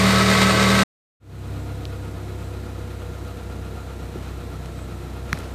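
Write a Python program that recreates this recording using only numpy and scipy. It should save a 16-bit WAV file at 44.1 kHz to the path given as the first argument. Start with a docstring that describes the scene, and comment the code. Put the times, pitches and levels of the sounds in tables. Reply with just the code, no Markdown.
"""A four-cylinder car engine idles close by in a garage: firing drone, valve clatter, whining belt-driven parts.
It cuts off; after a short silence the engine fades in as heard from the cabin, a muffled boom that slides
through the standing waves as the cold engine sags and picks up. Dull clatter and a loping whirr pass the
bulkhead. Near the dashboard, plastic clicks and bumps, with soft rustles; faint chirps sit in the hiss."""
import sys
import numpy as np
from scipy import signal
from scipy.fft import rfft, irfft, next_fast_len
from scipy.io import wavfile

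SR = 44100
rng = np.random.default_rng(int(sys.argv[2]) if len(sys.argv) > 2 else 0)


def master_out(mix):
    """Clip the mix to full scale and print it as 16-bit PCM to the path in sys.argv[1]."""
    frames = np.transpose(np.atleast_2d(mix))
    ceiling = np.clip(frames, -1, 1)
    pcm = np.round(ceiling * 32767).astype(np.int16)
    wavfile.write(sys.argv[1], SR, pcm)


N = 244701
T = np.arange(N) / SR
GARAGE_END_S = .836


# firing rate: t/s, f/Hz
GARAGE_FIRING_HZ = [(0.0, 38.36), (0.552, 38.49), (0.83, 39.03)]
def garage_engine():
    """The open engine: drone, whines and clatter, all locked to the crankshaft."""
    firings = crank(GARAGE_FIRING_HZ, unsteady=.003)
    return firing_drone(firings) + belt_whine(firings) + valve_clatter(firings)


# harmonics: f/firing rate, relative level/dB
DRONE_ORDERS = [(1, -32), (2, -8), (3, -3.5), (4, -19), (5, 2), (6, -19), (7, -25), (10, -20), (11, -10),
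                (12, -22)]
def firing_drone(firings, level_db=-18.5):
    """The firings repeat evenly and fuse into a harmonic drone."""
    drone = sum(gain_of(db) * tone(firings, round(order), flutter=.15) for order, db in DRONE_ORDERS)
    return gain_of(level_db) * evened(drone)


# broad spectrum: f/Hz, relative level/dB
BLOCK_COLOUR = [(25, -29.5), (48, -23.5), (80, -1.5), (250, -0.5), (480, 2.5), (850, -3), (1300, -2),
                (2400, -5.5), (3200, -6.5), (4400, -5.5), (6000, -12.5), (9300, -14), (10300, -32),
                (12200, -18.5), (14500, -39.5)]
# block resonances: f/Hz, width/Hz, lift/dB
BLOCK_RESONANCES = [(451, 10, 4.5), (1112, 110, 8.5), (1294, 30, 13), (1550, 54, 7.5), (1710, 33, 2),
                    (1965, 120, 7.5), (2094, 95, 7.5), (2310, 54, 6.5), (2547, 39, 6), (3780, 190, 6),
                    (4060, 55, -0.5)]
def valve_clatter(firings, level_db=-19, surge_db=.5, surge_hz=2.83, surge_peak_s=.4):
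    """Valve taps and rush ring in the block, surging slightly."""
    knocks = valve_train(firings, tap_share=.33, tap_t60_s=.076, throb=.032, rush_lope=.056,
                         tap_lope_db=.5, scatter_db=3, loudest_phase=.85)
    surge = np.cos(2 * np.pi * surge_hz * (T - surge_peak_s))
    return gain_of(level_db + surge_db * surge) * coloured(knocks, BLOCK_COLOUR, BLOCK_RESONANCES)


def valve_train(firings, tap_share, tap_t60_s, throb, rush_lope, tap_lope_db, scatter_db,
                loudest_phase, valves=8):
    """Valves tap in turn over a rush throbbing with each firing; one louder cylinder makes both lope."""
    cycle = firings / 4
    swing = np.cos(2 * np.pi * (cycle - loudest_phase))
    taps, t = np.zeros(N), T[:SR // 20]
    for phase in (np.arange(valves) + rng.uniform(-.25, .25, valves)) / valves:
        voice = rng.standard_normal(len(t))  # common to all taps of this valve
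        for at in np.flatnonzero(np.diff(np.floor(cycle - phase))):
            level_db = tap_lope_db * swing[at] + scatter_db * rng.standard_normal()
            tap = voice + .5 * rng.standard_normal(len(t))
            add(taps, T[at], tap * gain_of(level_db - 60 * t / tap_t60_s))
    pulsing = 1 + throb * np.cos(2 * np.pi * firings)
    rush = rng.standard_normal(N) * pulsing * (1 + rush_lope * swing)
    return np.sqrt(tap_share) * evened(taps) + np.sqrt(1 - tap_share) * evened(rush)


# belt-driven parts: f/firing rate, midway level/dB, slope/(dB/s)
BELT_ORDERS = [(14.08, -35.5, 10), (16.88, -33.5, -3.5), (29.2, -32, -0.5), (33, -38, -5.5),
               (33.9, -36, -1), (39.87, -38.5, 19), (45.1, -42, 0.5), (50, -40, -1.5), (54.8, -41, -3.5),
               (75.9, -44, 0), (115.1, -44, 1.5)]
def belt_whine(firings):
    """Belt-driven parts whine at their own multiples of engine speed; some swell, some fade."""
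    from_midway_s = np.minimum(T, GARAGE_END_S) - GARAGE_END_S / 2
    return sum(gain_of(db + slope * from_midway_s) * tone(firings, order, flutter=.2)
               for order, db, slope in BELT_ORDERS)


# firing rate of the cold engine: t/s, f/Hz
CABIN_FIRING_HZ = [(1.7, 33.13), (2.6, 32.63), (3.2, 32.38), (4.3, 31.63), (4.75, 31.36), (5.4, 32)]
# boom, hum and thin whines: f/firing rate, base level/dB
CABIN_BOOM = [(2, -35.5), (3, -41.5), (4, -44), (5, -48.5)]
CABIN_HUM = [(7, -51), (8, -56.5), (9, -52), (11, -51.5), (12, -64.5), (14, -54), (15, -56), (16, -63.5),
             (19, -58), (21, -62)]
CABIN_WHINE = [(42.25, -61), (43.5, -62)]
def cabin_engine(clatter_db=-38.5):
    """The engine behind the bulkhead: low boom, faint upper orders, dull clatter and whirr."""
    firings = crank(CABIN_FIRING_HZ, unsteady=.004)
    firing_hz = curve(CABIN_FIRING_HZ)
    boom = standing_waves(firings, firing_hz, CABIN_BOOM, flutter=.092)
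    hum = standing_waves(firings, firing_hz, CABIN_HUM, flutter=.32)
    whine = sum(gain_of(db) * tone(firings, order, flutter=.4) for order, db in CABIN_WHINE)
    clatter = dull_clatter(firings) + whirr(firings)
    return boom + hum + whine + gain_of(clatter_db) * clatter


# cabin standing waves: f/Hz, width/Hz, lift/dB
AIR_MODES = [(99.2, 4.8, 8.5), (129.8, 2.3, -23), (133, 2.8, 8.5), (156.7, 2.2, 5), (297.6, 4, 6.5),
             (488, 20.5, 7.5)]
def standing_waves(firings, firing_hz, orders, flutter):
    """Each order swells or sinks as engine speed slides it through the cabin's standing waves."""
    return sum(gain_of(db + lift_db(round(k) * firing_hz, AIR_MODES)) * tone(firings, round(k), flutter)
               for k, db in orders)


# broad spectrum: f/Hz, relative level/dB
DULL_COLOUR = [(20, -15), (50, -1), (85, 2.5), (150, 3.5), (250, -1), (380, -4), (560, -15.5), (900, -11.5),
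               (1300, -16.5), (1800, -17), (4000, -26.5), (5200, -27), (8000, -27), (10500, -32),
               (14500, -32.5)]
# resonances: f/Hz, width/Hz, lift/dB
DULL_RESONANCES = [(354, 48, 4), (496, 20, 7.7), (687, 106, 9.9), (4000, 640, 6.2)]
def dull_clatter(firings):
    """Mostly rush with a trace of valve taps, muffled by the bulkhead."""
    rush = valve_train(firings, tap_share=.056, tap_t60_s=.092, throb=.077, rush_lope=.016,
                       tap_lope_db=1, scatter_db=2.5, loudest_phase=.97)
    return coloured(rush, DULL_COLOUR, DULL_RESONANCES)


# broad spectrum: f/Hz, relative level/dB
WHIRR_SPECTRUM = [(150, -37), (500, 11.5), (950, -0.5), (1400, 2), (1650, -5), (4000, -7.5), (5500, -26),
                  (14000, -24)]
# resonances: f/Hz, width/Hz, lift/dB
WHIRR_RESONANCES = [(1261, 103, 9.1), (1400, 60, 7.8), (2500, 76, 10)]
def whirr(firings, relative_db=-9.5):
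    """Dense ticking comes through the bulkhead, swelling once a cycle."""
    ticking = valve_train(firings, tap_share=.56, tap_t60_s=.043, throb=.07, rush_lope=.34,
                          tap_lope_db=6, scatter_db=2, loudest_phase=1, valves=16)
    return gain_of(relative_db) * coloured(ticking, WHIRR_SPECTRUM, WHIRR_RESONANCES)


# clicks and bumps: t/s, snap peak/dB, band low/Hz, band high/Hz, thud level/dB, thud f/Hz
CLICK_EVENTS = [(1.8539, -23, 2100, 4850, -43, 297), (4.155, -36, 452, 900, -22.5, 366),
                (4.659, -31, 1200, 8000, -46, 300), (5.3295, -5.5, 1100, 2320, -14, 160),
                (5.375, -32, 1400, 2400, -46, 400), (5.389, -23.5, 3500, 11000, -27, 493)]
# plastic modes: f/Hz, level re snap/dB, t60/s
PLASTIC_RING = [(3340, -14, .007), (4150, -9.5, .0038), (5600, -14, 0.0052), (8600, -28, .003)]
def clicks(crack_db=-27, crack_t60_s=.029, thud_t60_s=.035, thud_delay_s=.00194):
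    """Plastic snaps with a hollow ring and a bright crack; then the part that carries it thuds."""
    out, t = np.zeros(N), T[:SR // 10]
    ring = sum(np.sin(2 * np.pi * hz * t) * gain_of(db - 60 * t / t60) for hz, db, t60 in PLASTIC_RING)
    for start_s, snap_db, low_hz, high_hz, thud_db, thud_hz in CLICK_EVENTS:
        band = signal.butter(3, [low_hz, high_hz], "bandpass", fs=SR, output="sos")
        snap = signal.sosfilt(band, signal.unit_impulse(len(t)))
        crack = rng.standard_normal(len(t)) * gain_of(crack_db - 60 * t / crack_t60_s)
        thud = np.sin(2 * np.pi * thud_hz * t) * gain_of(thud_db - 60 * t / thud_t60_s)
        add(out, start_s, gain_of(snap_db) * (snap / abs(snap).max() + ring + crack))
        add(out, start_s + thud_delay_s, thud)
    return out


# handling rustles: centre t/s, half length/s, level/dB
RUSTLE_EVENTS = [(4.246, .07, -44), (5.387, 0.11, -38.5)]
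# broad spectrum: f/Hz, relative level/dB
RUSTLE_SPECTRUM = [(30, -7), (150, 2), (500, -5.5), (1500, -11), (4000, -19), (14000, -32)]
def rustles(grain=.3):
    """Brief grainy swells of rubbing near the dashboard."""
    swells = sum(gain_of(db) * np.exp(-((T - s) / half_s) ** 2) for s, half_s, db in RUSTLE_EVENTS)
    rubbing = rng.standard_normal(N) * (1 + grain * wander(80))
    return swells * coloured(rubbing, RUSTLE_SPECTRUM, [])


# high chirps: centre t/s, level/dB, f/Hz
CHIRP_EVENTS = [(1.6, -61, 7700), (2.45, -58, 7850), (4.8, -56, 8050)]
def chirps(half_length_s=.066, blur_hz=380):
    """Thin, blurred peeps that barely rise out of the hiss."""
    peeps = sum(gain_of(db) * np.exp(-((T - s) / half_length_s) ** 2) * np.sin(2 * np.pi * hz * T)
                for s, db, hz in CHIRP_EVENTS)
    return peeps * wander(blur_hz)


def crank(rate_table, unsteady):
    """Running count of firings; the speed is never quite even."""
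    return np.cumsum(curve(rate_table) * (1 + unsteady * wander(12))) / SR


def tone(firings, order, flutter):
    """One line locked to the crankshaft, wavering in level."""
    carrier = np.sqrt(2) * np.cos(2 * np.pi * (order * firings + rng.random()))
    return carrier * (1 + flutter * wander(8.3))


def coloured(x, colour, modes, size=8192):
    """Rings x through a body, a broad colour with resonances on top; rms 1."""
    hz = np.fft.rfftfreq(size, 1 / SR)
    colour_hz, colour_db = np.transpose(colour)
    db = np.interp(np.log(hz + 1), np.log(colour_hz), colour_db) + lift_db(hz, modes)
    log_gain = np.log(gain_of(np.r_[db, db[-2:0:-1]]))
    minimum_phase = np.exp(np.conj(signal.hilbert(log_gain)))
    ring = np.fft.ifft(minimum_phase).real[:size // 2]
    return evened(signal.oaconvolve(x, ring)[:N])


def lift_db(hz, modes):
    """Summed lift of the resonances at hz."""
    return sum(lift / (1 + (2 * (hz - f) / width) ** 2) for f, width, lift in modes)


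def wander(hz):
    """Random drift up to about hz; rms 1."""
    size = next_fast_len(N, real=True)
    rolloff = 1 + (np.fft.rfftfreq(size, 1 / SR) / hz) ** 4
    return evened(irfft(rfft(rng.standard_normal(size)) / rolloff, size)[:N])


def curve(rows):
    """A time table at every sample."""
    return np.interp(T, *np.transpose(rows))


def gain_of(db):
    """Decibels to amplitude."""
    return 10 ** (np.asarray(db) / 20)


def evened(x):
    """Scales to rms 1."""
    return x / np.sqrt(np.mean(x ** 2) + 1e-20)


def add(mix, start_s, sound):
    """Mixes a sound in at start_s."""
    part = mix[round(start_s * SR):][:len(sound)]
    part += sound[:len(part)]


def scene(cut_s=.0063, cabin_start_s=1.199, fade_s=.31):
    """The garage cuts off; after a silence the cabin fades in."""
    garage = garage_engine() * np.clip((GARAGE_END_S - T) / cut_s, 0, 1)
    cabin = cabin_engine() + clicks() + rustles() + chirps()
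    fade_in = np.clip((T - cabin_start_s) / fade_s, 0, 1)
    return (garage + cabin * fade_in)[None]


def record(dry, cutoff_hz=14650):
    """Steep low-pass band limit."""
    lowpass = signal.firwin(511, cutoff_hz, window=("kaiser", 9), fs=SR)
    return signal.oaconvolve(dry, lowpass[None], "same")


dry = scene()
out = record(dry)
master_out(out)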